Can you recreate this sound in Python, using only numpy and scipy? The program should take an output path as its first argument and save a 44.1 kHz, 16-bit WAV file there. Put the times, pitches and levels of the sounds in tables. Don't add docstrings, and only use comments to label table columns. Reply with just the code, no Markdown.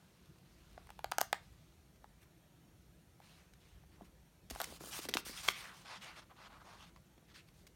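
import sys
import numpy as np
from scipy import signal
from scipy.io import wavfile
from scipy.ndimage import uniform_filter1d

SR = 44100
rng = np.random.default_rng(int(sys.argv[2]) if len(sys.argv) > 2 else 0)


def log_audio(samples):
    frames = np.atleast_2d(samples).T
    limited = np.clip(frames, -1, 1)
    pcm = np.round(limited * 32767).astype(np.int16)
    wavfile.write(sys.argv[1], SR, pcm)


N = 341904

# (time [s], level [dB], final pitch [Hz], fade time [s])
PAGE_POPS = [(4.017, -48.5, 182, 0.086), (4.509, -41.5, 240, 0.041), (4.671, -37.5, 358, 0.0086),
             (4.702, -61, 257, 0.02), (4.7238, -41, 260, 0.023), (4.808, -40.5, 320, 0.031),
             (4.8386, -40.5, 308, 0.015), (4.872, -40, 300, 0.016), (4.99, -44, 300, 0.064),
             (5.053, -36.5, 277, 0.037), (5.087, -33, 430, 0.027), (5.152, -30, 315, 0.029),
             (5.265, -47, 330, 0.02), (5.294, -39.5, 217, 0.028), (5.484, -38, 380, 0.038),
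             (7.178, -57, 197, 0.085), (7.226, -57, 345, .03)]


def gain(db):
    return 10 ** (np.asarray(db) / 20)


def unit_rms(x):
    return x / np.sqrt(np.mean(x ** 2) + 1e-20)


def unit_peak(x):
    return x / np.abs(x).max()


def look_up(points, hz):
    row_hz, value = np.transpose(points)
    return np.interp(np.log(hz + 1), np.log(row_hz + 1), value)


def add(mix, start_s, sound):
    part = mix[round(start_s * SR):][:len(sound)]
    part += sound[:len(part)]


def shaped_noise(level_db, size, patch_bins, patch_frames, patch_db=2.0):
    hop = size // 4
    t, hz = np.arange(N // hop + 5) * hop / SR, np.fft.rfftfreq(size, 1 / SR)
    real, imag, patches = rng.standard_normal((len(t), len(hz), 3)).T
    patches = unit_rms(uniform_filter1d(uniform_filter1d(patches, patch_bins, 0), patch_frames, 1))
    level = gain(level_db(t, hz[:, None]) + patch_db * patches)
    spectra = (real + 1j * imag) * level / np.sqrt(size / 3)
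    return signal.istft(spectra, nperseg=size, noverlap=size - hop)[1][:N]


def background():
    # (frequency [Hz], relative level [dB])
    spectrum = [(27, -33), (46, 5), (63, -1), (81, -8), (176, -3.5), (214, -13), (287, -16), (324, -12),
                (404, -19), (692, -21.5), (1150, -28.5), (1270, -26.5), (3380, -31), (12000, -34.5),
                (15800, -42)]
    swell_hz, phases = np.geomspace(.2, 1.5, 12)[:, None], rng.random((12, 1))

    def level_db(t, hz):
        dip_db = -7.5 * np.exp(-((hz - 4960) / 200) ** 2)
        swell_db = 4 * unit_rms(np.sin(2 * np.pi * (swell_hz * t + phases)).sum(0))
        return look_up(spectrum, hz) + dip_db + swell_db / (1 + (hz / 80) ** 4)
    return gain(-63) * unit_rms(shaped_noise(level_db, size=2048, patch_bins=5, patch_frames=5))


def stroke_levels(t, hz):
    # (start [s], length [s], start level [dB], end level [dB], treble tilt [dB per octave],
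    # air gap pitch [Hz], air gap boost [dB], boost below 1 kHz [dB])
    strokes = [(0, 0.5, -77, -80.5, -5, 2800, 0, 0), (.45, 0.57, -76, -76, -3, 3000, 1, -2),
               (1.422, 0.56, -72, -91, -3, 3000, 2, 2), (2.212, 0.034, -67.5, -72, 7, 1740, 12, 7),
               (3.215, 0.11, -71.5, -69.5, 0.5, 2350, 5, 0), (3.313, 0.2, -67, -81, -1, 2300, 6.5, 9),
               (3.604, 0.24, -73.5, -82, -5, 2300, 2, -8), (3.915, 0.057, -74, -75, -6, 2200, 6, 10),
               (3.974, 0.068, -72, -79, -7, 880, 12, 20), (4.04, 0.033, -75, -72, 1, 2000, 5, -4),
               (4.503, 0.072, -61.5, -58, 4, 950, 2, 10), (4.563, .1, -59.5, -52.5, 4.5, 950, -2, 12),
               (4.65, 0.13, -60.5, -59.5, 3, 1100, 1, 1), (4.798, .11, -60, -52, 5.5, 1100, 3, -5),
               (4.91, 0.091, -51.5, -45.5, 2, 1690, -1.5, -1.5),
               (5.011, 0.055, -50, -52.5, 2, 1500, 0.5, -8), (5.103, 0.11, -63, -63, 0, 2200, 7, 14),
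               (5.255, 0.074, -45.5, -56, 3, 2000, -1.5, -5),
               (5.325, 0.1, -53.5, -50, -2.5, 1980, -1, -5.5), (5.43, 0.088, -47.5, -52.5, 2.5, 1880, 3, 5),
               (5.527, 0.087, -56.5, -50, -0.5, 2280, 7, 1), (5.604, 0.14, -50.5, -61.5, -1.5, 1650, 10, 5),
               (5.734, .11, -61, -64, -1.5, 2400, 2.5, 6), (5.849, .135, -56, -53.5, -12.5, 1600, -2, -1.5),
               (5.986, 0.041, -68, -66, -10, 1700, 5, 10), (6.016, 0.14, -50, -63.5, -6, 2020, 6, 5.5),
               (6.151, 0.053, -62.5, -55, -7.5, 1810, 2.5, 1), (6.216, 0.026, -59, -67.5, -16, 1400, 1, 3),
               (6.3, 0.032, -58.5, -62.5, -23, 1000, 5, 11),
               (6.359, 0.12, -65, -57.5, -12.5, 1210, 1.5, 3.5),
               (6.496, 0.093, -63, -62, -10.5, 1100, 6, 9.5), (6.597, 0.035, -65, -64, -11, 1170, 2, 12),
               (6.644, .12, -62.5, -61, -7.5, 1160, 3, 8), (6.762, 0.094, -65.5, -60.5, -8.5, 2390, 2, 1),
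               (6.856, .05, -66, -72, -5, 1400, 3, 5), (7.277, 0.053, -74, -68, -12, 2050, 0, -8),
               (7.344, 0.068, -59, -66, -5, 2800, 4.5, -19), (7.468, .03, -77, -73, -2, 2500, 5, -11),
               (7.537, 0.11, -75, -79, 3, 2100, 1, -4)]
    # (frequency [Hz], relative level [dB])
    rub_tone = [(150, -15), (450, -8), (700, -2), (1100, 4.5), (1700, 0), (2600, 0.5), (4200, 0.5),
                (6500, -3), (9000, -3), (16000, -16)]
    rise_s, stop_s, arch_db = 0.015, 0.022, 2.5
    brighten, gap_glide = .3, 0.043
    power = np.zeros((len(hz), len(t)))
    treble_octaves = np.log2(1 + (hz / 4000) ** 2) / 2
    for start, length, start_db, end_db, tilt_db, gap_hz, gap_db, low_db in strokes:
        moving = np.clip(np.minimum((t - start) / rise_s, (start + length - t) / stop_s) + .5, 0, 1)
        on = moving > 0
        progress = np.clip((t[on] - start) / length, 0, 1)
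        drift_db = (end_db - start_db) * (progress - .5) + arch_db * np.sin(np.pi * progress)
        gliding_hz = gap_hz * 2 ** (gap_glide * drift_db)
        gap = np.exp(-(np.log((hz + 1) / gliding_hz) / 0.6) ** 2)
        treble_db = (tilt_db + brighten * drift_db) * treble_octaves
        bass_db = low_db / (1 + (hz / 1000) ** 4)
        tone = gain(look_up(rub_tone, hz) + treble_db + gap_db * gap + bass_db)
        level = moving[on] * gain((start_db + end_db) / 2 + drift_db)
        power[:, on] += level ** 2 * tone ** 2 / (tone ** 2).mean(0)
    return 10 * np.log10(power + 1e-18)


def rustle_and_sliding():
    grit_db = 1.35 * unit_rms(uniform_filter1d(rng.standard_normal(N), size=90))
    return shaped_noise(stroke_levels, size=256, patch_bins=5, patch_frames=24) * gain(grit_db)


def ringing(tones, pitch_spread, lag_cycles, chance):
    t = np.arange(2000) / SR
    hz, db, fade_s = (column[:, None] for column in np.transpose(tones))
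    hz = hz * (1 + pitch_spread * (chance[:len(hz), None] - .5))
    phases = chance[-len(hz):, None]
    swell = 1 - np.exp(-(t * hz / lag_cycles) ** 2)
    return gain(db - 60 * t / fade_s) * swell * np.sin(2 * np.pi * (hz * t + phases))


def papery_ring(lowest_hz, fade_scale, count=24):
    # (frequency [Hz], relative level [dB], fade time [s])
    paper = [(1020, 11.5, 0.0037), (2040, -2, 0.015), (4050, -3, 0.016), (7250, -10.5, 0.0078),
             (12000, -13.5, 0.0087)]
    paper, chance = np.array(paper), rng.random((3, count))
    hz = lowest_hz * (12000 / lowest_hz) ** ((np.arange(count) + chance[0]) / count)
    tones = np.transpose([hz, look_up(paper[:, :2], hz), fade_scale * look_up(paper[:, ::2], hz)])
    return unit_peak(ringing(tones, pitch_spread=0, lag_cycles=0.67, chance=chance[1:].ravel()).sum(0))


def tick(fade_s):
    t = np.arange(2000) / SR
    burst = signal.lfilter(*signal.butter(1, [5000, 12000], "bandpass", fs=SR), rng.standard_normal(len(t)))
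    return unit_peak(burst * gain(-60 * t / fade_s))


def ticks_and_snaps():
    # (time [s], level [dB], ring length [factor], tick [dB], hiss [dB], hiss length [s])
    clicks = [(0.258, -57, .4, -15, -13, 0.0053), (.385, -60, .4, -15, -9, .006),
              (.712, -64, .4, -10, -9, .008), (0.73, -62, 0.36, -10, -6, .006),
              (1.959, -61, .4, -12, -12, .008), (3.536, -53, 0.44, -16, -10.5, .006),
              (4.5004, -43, 0.55, 5, -3.5, 0.017), (4.642, -40.5, 1, 1, 5, 0.0032),
              (5.0876, -33, 0.19, -14, -5.5, .011), (5.113, -46, .6, -14, -9, 0.0035),
              (5.139, -15, 0.33, -41, -22, 0.014), (5.1702, -18.5, 0.71, -8, -27, 0.036),
              (5.4787, -34.5, 0.53, -13, -4, 0.011), (5.4863, -10.5, 0.33, -35, -35, 0.04),
              (7.179, -58, 0.9, -17, -24, .01), (7.487, -56, 0.56, -9, -20, .008),
              (7.668, -55, 0.3, -16.5, -2, 0.011)]
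    lifted_s, bounce_s, bounce_db = 5.4, .00091, -4
    out, t = np.zeros(N), np.arange(3000) / SR
    hiss_band = signal.butter(1, [1500, 9000], "bandpass", fs=SR)
    for start, db, fade_scale, tick_db, hiss_db, hiss_s in clicks:
        hiss = unit_rms(signal.lfilter(*hiss_band, rng.standard_normal(len(t))))
        hiss *= gain(hiss_db - 6 * t / hiss_s) / (1 + (t / hiss_s) ** 12)
        click = gain(db) * (papery_ring(933, fade_scale) + gain(tick_db) * tick(fade_s=0.0056))
        for bounce in range(4 if start > lifted_s else 1):
            add(out, start + bounce * bounce_s, click * gain(bounce * bounce_db))
        add(out, start, gain(db) * hiss)
    return out


def spine_cracks():
    # (time [s], level [dB], paper against covers [dB], tick against covers [dB],
    # cover pitch [factor], change to the upper cover tones [dB])
    cracks = [(0.777, -41.5, -12, -31, 0.93, -10), (0.87, -56.5, 1, 3, 1.3, -17),
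              (0.891, -45, -18, -12, 1.05, -9), (0.903, -41, -5, -1, 1.08, -14.5),
              (0.991, -38.5, -5.5, -10, 1.13, -20), (1.043, -27, -4, -9, 0.97, -14),
              (1.115, -37, -8, 8, 1.22, -11), (1.119, -23, -4, -9, 1.02, -7.5),
              (1.183, -19.5, -8, 3.5, 1.01, -8.5), (1.208, -33, -1, 4, 1.2, -1),
              (1.213, -20.5, -16, 8, 0.94, -10.5), (1.328, -21, -1, -3, 1.03, -7),
              (2.042, -42.5, -12, -21, 1.07, -15.5), (3.201, -48.5, -12, -8, 1.04, -14.5),
              (3.836, -57.5, -19, -20, 0.96, -11), (4.009, -44.5, -26, -29, 0.92, -28),
              (4.509, -42, 2.5, 10, 0.87, -12), (4.55, -42, -3, 5, 1.4, -9),
              (4.559, -35.5, -12, -19, 1.02, -14), (4.601, -28, -8, -3, 0.96, -6.5),
              (4.607, -31.5, -9, -1, 0.91, -3), (4.615, -31.5, -3, 6, 0.93, -9),
              (4.634, -49, 4, 4, 1.1, -14), (6.961, -51.5, -2, -17, 1.36, -15),
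              (6.971, -55, -5, -20, 1.34, -15)]
    # (frequency [Hz], relative level [dB], fade time [s])
    cover_tones = [(347, -28.5, 0.031), (775, 1, 0.014), (1250, 1.5, 0.014), (1582, 6.5, 0.0079)]
    out, travel_s = np.zeros(N), 0.00059
    is_upper = np.array(cover_tones)[:, :1] > 1000
    for start, db, paper_db, tick_db, pitch, upper_db in cracks:
        tuned = np.multiply(cover_tones, [pitch, 1, 1])
        rings = ringing(tuned, pitch_spread=0.054, lag_cycles=0.63, chance=rng.random(20))
        covers = unit_peak((rings * gain(upper_db * is_upper)).sum(0))
        paper = gain(paper_db) * papery_ring(lowest_hz=1740, fade_scale=0.95)
        crack = covers + paper + gain(tick_db) * tick(fade_s=0.0047)
        add(out, start + travel_s, gain(db) * crack)
    return out


def page_pops():
    out, t = np.zeros(N), np.arange(8000) / SR
    for start, db, hz, fade_s in PAGE_POPS:
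        cycles = np.cumsum(hz * (1 + 5.5 * np.exp(-t * hz / 0.22))) / SR
        uneven_db = 5 * unit_rms(uniform_filter1d(rng.standard_normal(len(t)), size=70))
        rise = 1 - np.exp(-t * hz / 0.24)
        add(out, start, gain(db + uneven_db - 60 * t / fade_s) * np.sin(2 * np.pi * cycles) * rise)
    return out


def pages_settling():
    relative_db, rise_s, fade_s = -19, 0.002, 0.24
    low_band = signal.butter(2, [140, 420], "bandpass", fs=SR, output="sos")
    rumble = unit_rms(signal.sosfilt(low_band, rng.standard_normal(N)))
    level, t = np.zeros(N), np.arange(SR // 2) / SR
    for start, db, _, _ in PAGE_POPS:
        add(level, start, gain(db + relative_db - 60 * t / fade_s) * (1 - np.exp(-t / rise_s)))
    return rumble * level


def palm_thump():
    start_s, db, hz, rise_s, fade_s = 4.512, -38.5, 55, 0.0013, .1
    out, t = np.zeros(N), np.arange(8000) / SR
    add(out, start_s, gain(db - 60 * t / fade_s) * np.sin(2 * np.pi * hz * t) * (1 - np.exp(-t / rise_s)))
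    return out


def room_echoes(sound):
    # (frequency [Hz], fade time [s], relative level [dB])
    tail_bands = [(300, 0.087, 3), (800, 0.29, -5.5), (1610, 0.21, 3), (3870, 0.3, -2), (12000, 0.13, 2.5)]
    scatter_db, tail_db, wall_db, wall_delay_s = -16.5, -17.5, -21, .0148
    reflections = np.zeros(SR // 2)
    slots = np.arange(60, len(reflections) - 20, 20)
    reflections[slots + rng.integers(0, 20, len(slots))] = rng.choice([-1., 1.], len(slots))
    scatter = reflections[:600] * gain(scatter_db) / np.linalg.norm(reflections[:600])
    scatter = signal.lfilter(*signal.butter(1, [1100, 6000], "bandpass", fs=SR), scatter)
    reflections[:600] = 0
    hz, t, spectra = signal.stft(reflections, SR, nperseg=256)
    fade_s, db = (look_up(np.array(tail_bands)[:, [0, k]], hz)[:, None] for k in (1, 2))
    echoes = signal.istft(spectra * gain(db - 60 * t / fade_s), SR, nperseg=256)[1]
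    echoes *= gain(tail_db) / np.linalg.norm(echoes)
    add(echoes, 0, scatter)
    add(echoes, wall_delay_s, gain(wall_db) * signal.windows.hann(5) / 2)
    return signal.fftconvolve(sound, echoes)[:N]


def scene():
    direct = spine_cracks() + ticks_and_snaps() + page_pops() + palm_thump()
    direct += rustle_and_sliding() + pages_settling()
    return (direct + room_echoes(direct) + background())[None]


def record(dry):
    # (frequency [Hz], width [Hz], level [dB])
    housing_dips = [(7800, 700, -3.5), (10480, 890, -3.5)]
    bass_cut_hz, top_cut_hz = 43, 16500
    hz = np.linspace(0, SR / 2, 257)
    tone = gain(sum(db * np.exp(-((hz - centre) / width) ** 2) for centre, width, db in housing_dips))
    heard = signal.oaconvolve(dry, signal.firwin2(201, hz, tone, fs=SR)[None], "same")
    heard = signal.sosfilt(signal.butter(6, bass_cut_hz, "highpass", fs=SR, output="sos"), heard)
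    top_cut = signal.firwin(255, top_cut_hz, window=("kaiser", 9), fs=SR)
    return signal.oaconvolve(heard, top_cut[None], "same")


dry = scene()
out = record(dry)
log_audio(out)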